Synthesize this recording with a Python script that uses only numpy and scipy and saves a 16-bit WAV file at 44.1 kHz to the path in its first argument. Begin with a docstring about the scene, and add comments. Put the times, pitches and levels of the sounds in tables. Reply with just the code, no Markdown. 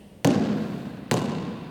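"""A faint room tone, with a wavering hum, and the dying reverberation of earlier play fill a large gym.
At 0.25 s a basketball strikes the wooden floor: excited skin slaps, floor modes thump, enclosed air pings.
Delayed copies form the wall echoes; noise with frequency-dependent decay forms the long, boomy reverberation.
A faint swell of hiss, probably the rustle of hands and clothes, is centred on 0.69 s.
At 1.11 s the ball strikes again, at another spot, lower in pitch and with a weaker boom."""
import sys
import numpy as np
from scipy import signal
from scipy.fft import rfft, irfft, next_fast_len
from scipy.io import wavfile
from scipy.ndimage import uniform_filter1d, map_coordinates

SR = 44100
rng = np.random.default_rng(int(sys.argv[2]) if len(sys.argv) > 2 else 0)


def int16_out(signal):
    """Quantize to a 16-bit WAV file."""
    q = np.round(np.clip(np.atleast_2d(signal).T, -1, 1) * 32767)
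    wavfile.write(sys.argv[1], SR, q.astype(np.int16))


N = 74970

# Room tone spectrum: f/Hz, level/dB per Hz
ROOM_SPECTRUM = [(25, -104), (60, -72), (130, -77.5), (300, -78.5), (600, -83), (1300, -102), (3000, -102),
                 (7800, -112), (9000, -106), (10300, -112), (18000, -113)]
HUM_HZ, HUM_WOBBLE_KNOTS_PER_S, HUM_DB = 208, 5.56, -49
# Reverberation of earlier play: f/Hz, starting level/dB per Hz
LINGERING_SPECTRUM = [(60, -98), (200, -66), (330, -112), (600, -87), (1400, -104), (1900, -93),
                      (2300, -102), (2900, -91), (3600, -104), (7000, -112), (9000, -101), (10500, -113),
                      (18000, -120)]
LINGERING_T60_S = 1.6
# Rustle spectrum, before its gain and swell: f/Hz, level/dB per Hz
RUSTLE_SPECTRUM = [(500, -125), (4000, -102), (7700, -101), (10000, -108), (12500, -105), (16000, -111)]
RUSTLE_CENTRE_S, RUSTLE_WIDTH_S, RUSTLE_GAIN_DB = 0.69, 0.29, 1

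# Reverberation spectrum, before the boom of each bounce: f/Hz, starting level/dB per Hz
HALL_SPECTRUM = [(30, -87.5), (60, -74.5), (90, -58), (120, -50.5), (180, -43.5), (250, -42), (340, -48.5),
                 (480, -52), (700, -56.5), (900, -67), (1080, -67), (1230, -69.5), (1550, -66),
                 (1950, -75.5), (2800, -78), (3500, -79), (4700, -77.5), (7000, -83), (10000, -97),
                 (14000, -97), (19000, -112)]
# Reverberation time: f/Hz, t60/s
HALL_DECAY = [(60, 3.56), (120, 2.27), (220, 2.73), (400, 1.87), (1000, 2.7), (2500, 3.37), (4300, 2.73),
              (5500, 1.32), (8000, 1.19), (14000, 0.45)]
# Response of the reverberation to boom: f/Hz, share of the boom level/1
BOOM_RESPONSE = [(60, 0.4), (130, 0), (260, 0.61), (420, 0.51), (700, 0.63), (1000, -0.5), (1400, 0.9),
                 (2700, 0), (5000, 0.35), (10000, -0.62)]
HALL_BUILD_S, PING_WET_DB = 0.0014, -1.5
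# Grain: level fluctuation above a limit, itself dying away with a time constant
GRAIN_ABOVE_HZ, HALL_GRAIN_DB, HALL_GRAIN_S = 1000, 4, 0.38
# Below that limit: smoothing time of the power, share of the swells removed
HALL_STEADY_S, HALL_STEADINESS = 0.056, 0.54
# Standing waves, before pitch ratio and boom: f/Hz, peak level/dB, time to peak t/s
ROOM_MODES = [(279.7, -16.5, 0.026), (247.4, -21.5, 0.085), (211, -22.5, 0.23)]
WAVE_WANDER_RAD, WAVE_WANDER_KNOTS_PER_S = 0.61, 13.6
WAVE_GROWTH = 1.46  # dB of standing wave for each dB of boom

# Colour of the small echoes: f/Hz, level/dB
SMALL_ECHO_FILTER = [(1000, -4.5), (4000, 3.5), (6000, -5), (9000, -21), (14000, -24)]
SMALL_ECHOES_PER_S, SMALL_ECHO_DB, SMALL_ECHO_T60_S = 58, -26.5, 3.7
# Colour of the near scatter: f/Hz, level/dB
SIZZLE_FILTER = [(1000, 9), (2200, -17), (4200, 6.5), (7000, -9.5), (12000, 1)]
SIZZLE_DB, SIZZLE_T60_S, SIZZLE_DELAY_S = -1, 0.021, 0.0031
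# Later wall echoes: delay t/s, slap level/dB, thump level/dB
LATER_ECHOES = [(0.041, -26, -8), (.055, -8.5, -13), (0.06, -6, -10), (0.067, -10.5, -36),
                (.102, -25, -11.5), (.108, -13, -48), (.129, -23, -9.5), (.172, -22, -18.5),
                (.205, -13, -30), (0.21, -17.5, -13.5), (.239, -16, -30), (0.26, -34, -23),
                (0.27, -16, -19)]
# Reflection from the later walls: f/Hz, level/dB
WALL_FILTER = [(500, 4), (2000, -11), (3000, -3), (4500, 3), (6000, -7), (10000, -0.5), (16000, -16)]
# Reflection from the first wall: f/Hz, level/dB
FIRST_WALL_FILTER = [(500, 3), (2000, -14.5), (3600, 4.5), (5000, -10), (7000, 8.5), (8200, -3), (12000, 9),
                     (16000, 0)]
FIRST_WALL_SLAP_DB, FIRST_WALL_THUMP_DB, FIRST_WALL_THUMP_CUT_HZ = -4.5, -0.5, 155
ECHO_SMEAR_T60_S = 0.009
AIR_LOSS_DB_PER_S = 84  # at 10 kHz, growing as frequency squared
SCATTER_EVENNESS = 0.32  # share of a burst's chance colour that is flattened

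# Modes of the air inside the ball, before the gain of each bounce: f/Hz, level/dB, t60/s
AIR_MODES = [(478.6, -33.5, 0.72), (849.5, -39, 0.26), (986, -43, 0.17), (1062, -37, 0.29),
             (1374, -36.5, 0.076), (1517, -37.5, 0.11), (1720, -55, 0.39), (1947, -41, 0.12),
             (2686, -33.5, 0.03), (2895, -49, 0.26), (3684, -36, 0.037)]
# Modes of ball and boards, before pitch ratio and gain:
# f/Hz, level at the first spot/dB, level at the second spot/dB, t60/s
FLOOR_MODES = [(127.5, -6.5, -12.5, 0.077), (197, 1.5, -5, 0.018), (287, 0, -8, 0.016),
               (388.4, -17.5, -19, 0.051), (484, -14.5, -22, 0.081), (601, -15.5, -19.5, 0.054),
               (799, -23, -28.5, 0.11), (948, -35, -31.5, 0.047), (1132, -25, -17.5, 0.019)]
MODE_RISE_CYCLES, THUMP_LOW_CUT_HZ = 0.17, 121
# Spectrum of the skin slap, before smack and gain: f/Hz, level/dB
SLAP_SPECTRUM = [(30, -41), (150, 1), (400, -6.5), (1000, 5.5), (1270, -3), (1650, 16), (2900, 10.5),
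                 (3500, -2), (7000, 0.5), (9500, -5.5), (12000, -15), (18000, -19)]
# Response of the slap to smack: f/Hz, share of the smack level/1
SMACK_RESPONSE = [(700, -5.5), (1200, 3.7), (2300, 2.4), (3300, 0.5)]
# Pebbled skin flattening
CONTACT_DB, CONTACT_T60_S, CONTACT_LOW_CUT_HZ = -2.5, 0.004, 4730
# Bounces: t/s, slap level/dB, smack level/dB, thump level/dB, thump pitch ratio/1,
# ping level/dB, hall boom level/dB, delay of the first wall echo t/s
STRIKES = [(0.2467, 1, -1.5, -3.5, 0.99, -0.5, -2.5, .0261), (1.1130, 2, -1.5, 0, 0.91, 0.5, -10, .0272)]
TOP_HZ = 19000


def amp(db):
    """A level in decibels is twenty times the logarithm of the gain."""
    return 10 ** (np.asarray(db) / 20)


def along(points, hz):
    """Values are interpolated on a logarithmic frequency axis."""
    f, v = np.transpose(points)
    return np.interp(np.log(hz + 1), np.log(f + 1), v)


def fade(t, t60):
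    """Exponential decay falls to a thousandth of its amplitude at t60."""
    return np.exp(-np.log(1000) * t / t60)


def wobble(rate):
    """Spline interpolation of random knots, rate per second, gives a smooth fluctuation."""
    return map_coordinates(rng.standard_normal(N), [np.arange(N) * rate / SR], order=3)


def coloured(x, curve):
    """Minimum-phase filtering: the folded cepstrum makes the gain curve(Hz) in dB causal."""
    m = 2 * next_fast_len(N)
    gain = amp(curve(np.fft.rfftfreq(m, 1 / SR)))
    cepstrum = irfft(np.log(gain), m)
    cepstrum[1:m // 2] *= 2
    cepstrum[m // 2 + 1:] = 0
    response = np.exp(rfft(cepstrum))
    return irfft(rfft(x, m) * response, m)[:N]


def white():
    """White noise has equal power in every hertz, here 0 dB per Hz."""
    return rng.standard_normal(N) * np.sqrt(SR / 2)


def convolved(a, b):
    """Linear superposition: a is played through the impulse response b."""
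    return signal.fftconvolve(a, b)[:N]


def delayed(x, s):
    """Propagation delay: x starts s seconds later."""
    return np.pad(x, (max(round(s * SR), 0), 0))[:N]


def low_cut(x, hz):
    """A third-order high-pass filter attenuates what lies below hz."""
    return signal.sosfilt(signal.butter(3, hz, "highpass", fs=SR, output="sos"), x)


def scatter(t60):
    """Diffuse scattering: a decaying noise burst of unit energy and partly evened spectrum."""
    spectrum = rfft(rng.standard_normal(N) * fade(np.arange(N) / SR, t60))
    evening = (np.abs(spectrum) + 1e-9) ** np.clip(SCATTER_EVENNESS, 0, 1)
    burst = irfft(spectrum / evening, N)
    burst[N // 2:] = 0  # drop the part wrapped round from before the onset
    return burst / np.linalg.norm(burst)


def ring(modes, pitch=1):
    """Modal superposition: damped modes start together, alternating in sign; low ones rise more slowly."""
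    t = np.arange(N) / SR
    total = np.zeros(N)
    for k, (hz, db, t60) in enumerate(modes):
        rise = 1 - np.exp(-t * hz / MODE_RISE_CYCLES)
        envelope = amp(db) * fade(t, t60) * rise
        total += (-1) ** k * envelope * np.sin(2 * np.pi * hz * pitch * t)
    return total


def room_tone():
    """Stationary noise gives rumble and hiss; a tone of random amplitude and phase gives the hum."""
    phase = 2 * np.pi * HUM_HZ * np.arange(N) / SR
    hum = wobble(HUM_WOBBLE_KNOTS_PER_S) * np.sin(phase)
    hum += wobble(HUM_WOBBLE_KNOTS_PER_S) * np.cos(phase)
    return coloured(white(), lambda hz: along(ROOM_SPECTRUM, hz)) + amp(HUM_DB) * hum


def lingering():
    """Reverberant decay: sound of earlier play dies away exponentially."""
    noise = coloured(white(), lambda hz: along(LINGERING_SPECTRUM, hz))
    return noise * fade(np.arange(N) / SR, LINGERING_T60_S)


def rustle():
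    """Friction noise, probably of hands and clothes: hiss under a Gaussian swell."""
    t = np.arange(N) / SR
    swell = np.exp(-((t - RUSTLE_CENTRE_S) / RUSTLE_WIDTH_S) ** 2)
    hiss = coloured(white(), lambda hz: along(RUSTLE_SPECTRUM, hz))
    return amp(RUSTLE_GAIN_DB) * swell * hiss


def diffuse_noise():
    """Dense reflections behave as noise: steadied below the grain limit, grainy above it at first."""
    spectrum, hz = rfft(white()), np.fft.rfftfreq(N, 1 / SR)
    grain_fade = np.exp(-np.arange(N) / SR / HALL_GRAIN_S)
    grain = amp(HALL_GRAIN_DB * grain_fade * wobble(250))
    out = grain * irfft(spectrum * (hz >= GRAIN_ABOVE_HZ), N)
    window = max(round(HALL_STEADY_S * SR), 1)
    for lo, hi in [(0, 150), (150, 310), (310, GRAIN_ABOVE_HZ)]:
        band = irfft(spectrum * (hz >= lo) * (hz < hi), N)
        power = np.abs(uniform_filter1d(np.abs(signal.hilbert(band)) ** 2, window))
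        out += band * (power.mean() / power) ** (np.clip(HALL_STEADINESS, 0, 1) / 2)
    return out


def hall_tail():
    """Reverberation builds up quickly, then each frequency decays with its own t60."""
    hz, s, z = signal.stft(diffuse_noise(), SR, nperseg=512)
    decayed = z * fade(s, along(HALL_DECAY, hz)[:, None])
    tail = signal.istft(decayed, SR, nperseg=512)[1][:N]
    return tail * (1 - np.exp(-np.arange(N) / SR / HALL_BUILD_S))


def standing_waves(pitch):
    """Room resonance: modes near the thump's pitch peak in turn, the lower later, so the boom sinks."""
    t = np.arange(N) / SR
    total = np.zeros(N)
    for hz, db, peak_s in ROOM_MODES:
        swell = (t / peak_s * np.exp(1 - t / peak_s)) ** 2
        wander = WAVE_WANDER_RAD * wobble(WAVE_WANDER_KNOTS_PER_S)
        total += amp(db) * swell * np.sin(2 * np.pi * hz * pitch * t + wander)
    return total


def small_echoes(slap):
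    """Reflection from beams and backboards: random arrivals, fading in level, repeat the slap weakly."""
    t = np.arange(N) / SR
    arrivals = (rng.random(N) < SMALL_ECHOES_PER_S / SR) * rng.standard_normal(N)
    paths = amp(SMALL_ECHO_DB) * arrivals * fade(t, SMALL_ECHO_T60_S)
    return convolved(slap, coloured(paths, lambda hz: along(SMALL_ECHO_FILTER, hz)))


def sizzle(slap):
    """Scattering off the nearby floor and the player smears the slap just after the strike."""
    burst = delayed(scatter(SIZZLE_T60_S), SIZZLE_DELAY_S)
    spread = coloured(burst, lambda hz: along(SIZZLE_FILTER, hz))
    return amp(SIZZLE_DB) * convolved(slap, spread)


def wall_echo(slap, thump, colour, delay, slap_db, thump_db):
    """Reflection and air absorption: the thump and a smeared slap return, duller after a longer path."""
    def reflection(hz):
        """Wall colour less air absorption, in dB."""
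        return along(colour, hz) - AIR_LOSS_DB_PER_S * delay * (hz / 10 ** 4) ** 2
    wall = coloured(scatter(ECHO_SMEAR_T60_S), reflection)
    return delayed(amp(slap_db) * convolved(slap, wall) + amp(thump_db) * thump, delay)


def wall_echoes(slap, thump, first_delay):
    """Superposition of reflections: every wall answers once, and the first swallows the bass."""
    first_thump = low_cut(thump, FIRST_WALL_THUMP_CUT_HZ)
    echoes = wall_echo(slap, first_thump, FIRST_WALL_FILTER, first_delay,
                       FIRST_WALL_SLAP_DB, FIRST_WALL_THUMP_DB)
    for delay, slap_db, thump_db in LATER_ECHOES:
        echoes = echoes + wall_echo(slap, thump, WALL_FILTER, delay, slap_db, thump_db)
    return echoes


def air_ping():
    """Cavity resonance: the air inside the ball rings in damped modes."""
    return ring(AIR_MODES)


def floor_thump(spot, pitch):
    """Modal excitation depends on the spot struck; ball and boards radiate little deep bass."""
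    modes = [(hz, levels[spot], t60) for hz, *levels, t60 in FLOOR_MODES]
    return low_cut(ring(modes, pitch), THUMP_LOW_CUT_HZ)


def skin_slap(smack_db):
    """Impact excitation: an impulse and pebbly treble, fuller in the upper middle for a higher smack level."""
    pebbles = delayed(scatter(CONTACT_T60_S), CONTACT_T60_S / 20)
    click = amp(CONTACT_DB) * low_cut(pebbles, CONTACT_LOW_CUT_HZ)
    click[0] -= 1
    return coloured(click, lambda hz: along(SLAP_SPECTRUM, hz) + smack_db * along(SMACK_RESPONSE, hz))


def bounce(spot, slap_db, smack_db, thump_db, pitch, ping_db, boom_db, first_delay):
    """Direct sound, reflections and reverberation superpose; the boom level sets the hall's response."""
    slap = amp(slap_db) * skin_slap(smack_db)
    thump = amp(thump_db) * floor_thump(spot, pitch)
    ping = amp(ping_db) * air_ping()
    echoes = sizzle(slap) + wall_echoes(slap, thump, first_delay) + small_echoes(slap)
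    reverb = coloured(hall_tail(), lambda hz: along(HALL_SPECTRUM, hz) + boom_db * along(BOOM_RESPONSE, hz))
    tail = hall_tail()
    ping_reverb = amp(PING_WET_DB) * convolved(ping, tail / np.linalg.norm(tail))
    waves = amp(WAVE_GROWTH * boom_db) * standing_waves(pitch)
    return slap + thump + ping + echoes + reverb + ping_reverb + waves


def scene():
    """Linear superposition of the background and the two bounces, in one channel."""
    mix = room_tone() + lingering() + rustle()
    for spot, (start_s, *settings) in enumerate(STRIKES):
        mix = mix + delayed(bounce(spot, *settings), start_s)
    return mix[None]


def record(dry):
    """Band limitation: the spectrum ends at TOP_HZ."""
    m = 2 * next_fast_len(N)
    passed = np.fft.rfftfreq(m, 1 / SR) < TOP_HZ
    return irfft(rfft(dry, m) * passed, m)[..., :N]


dry = scene()
out = record(dry)
int16_out(out)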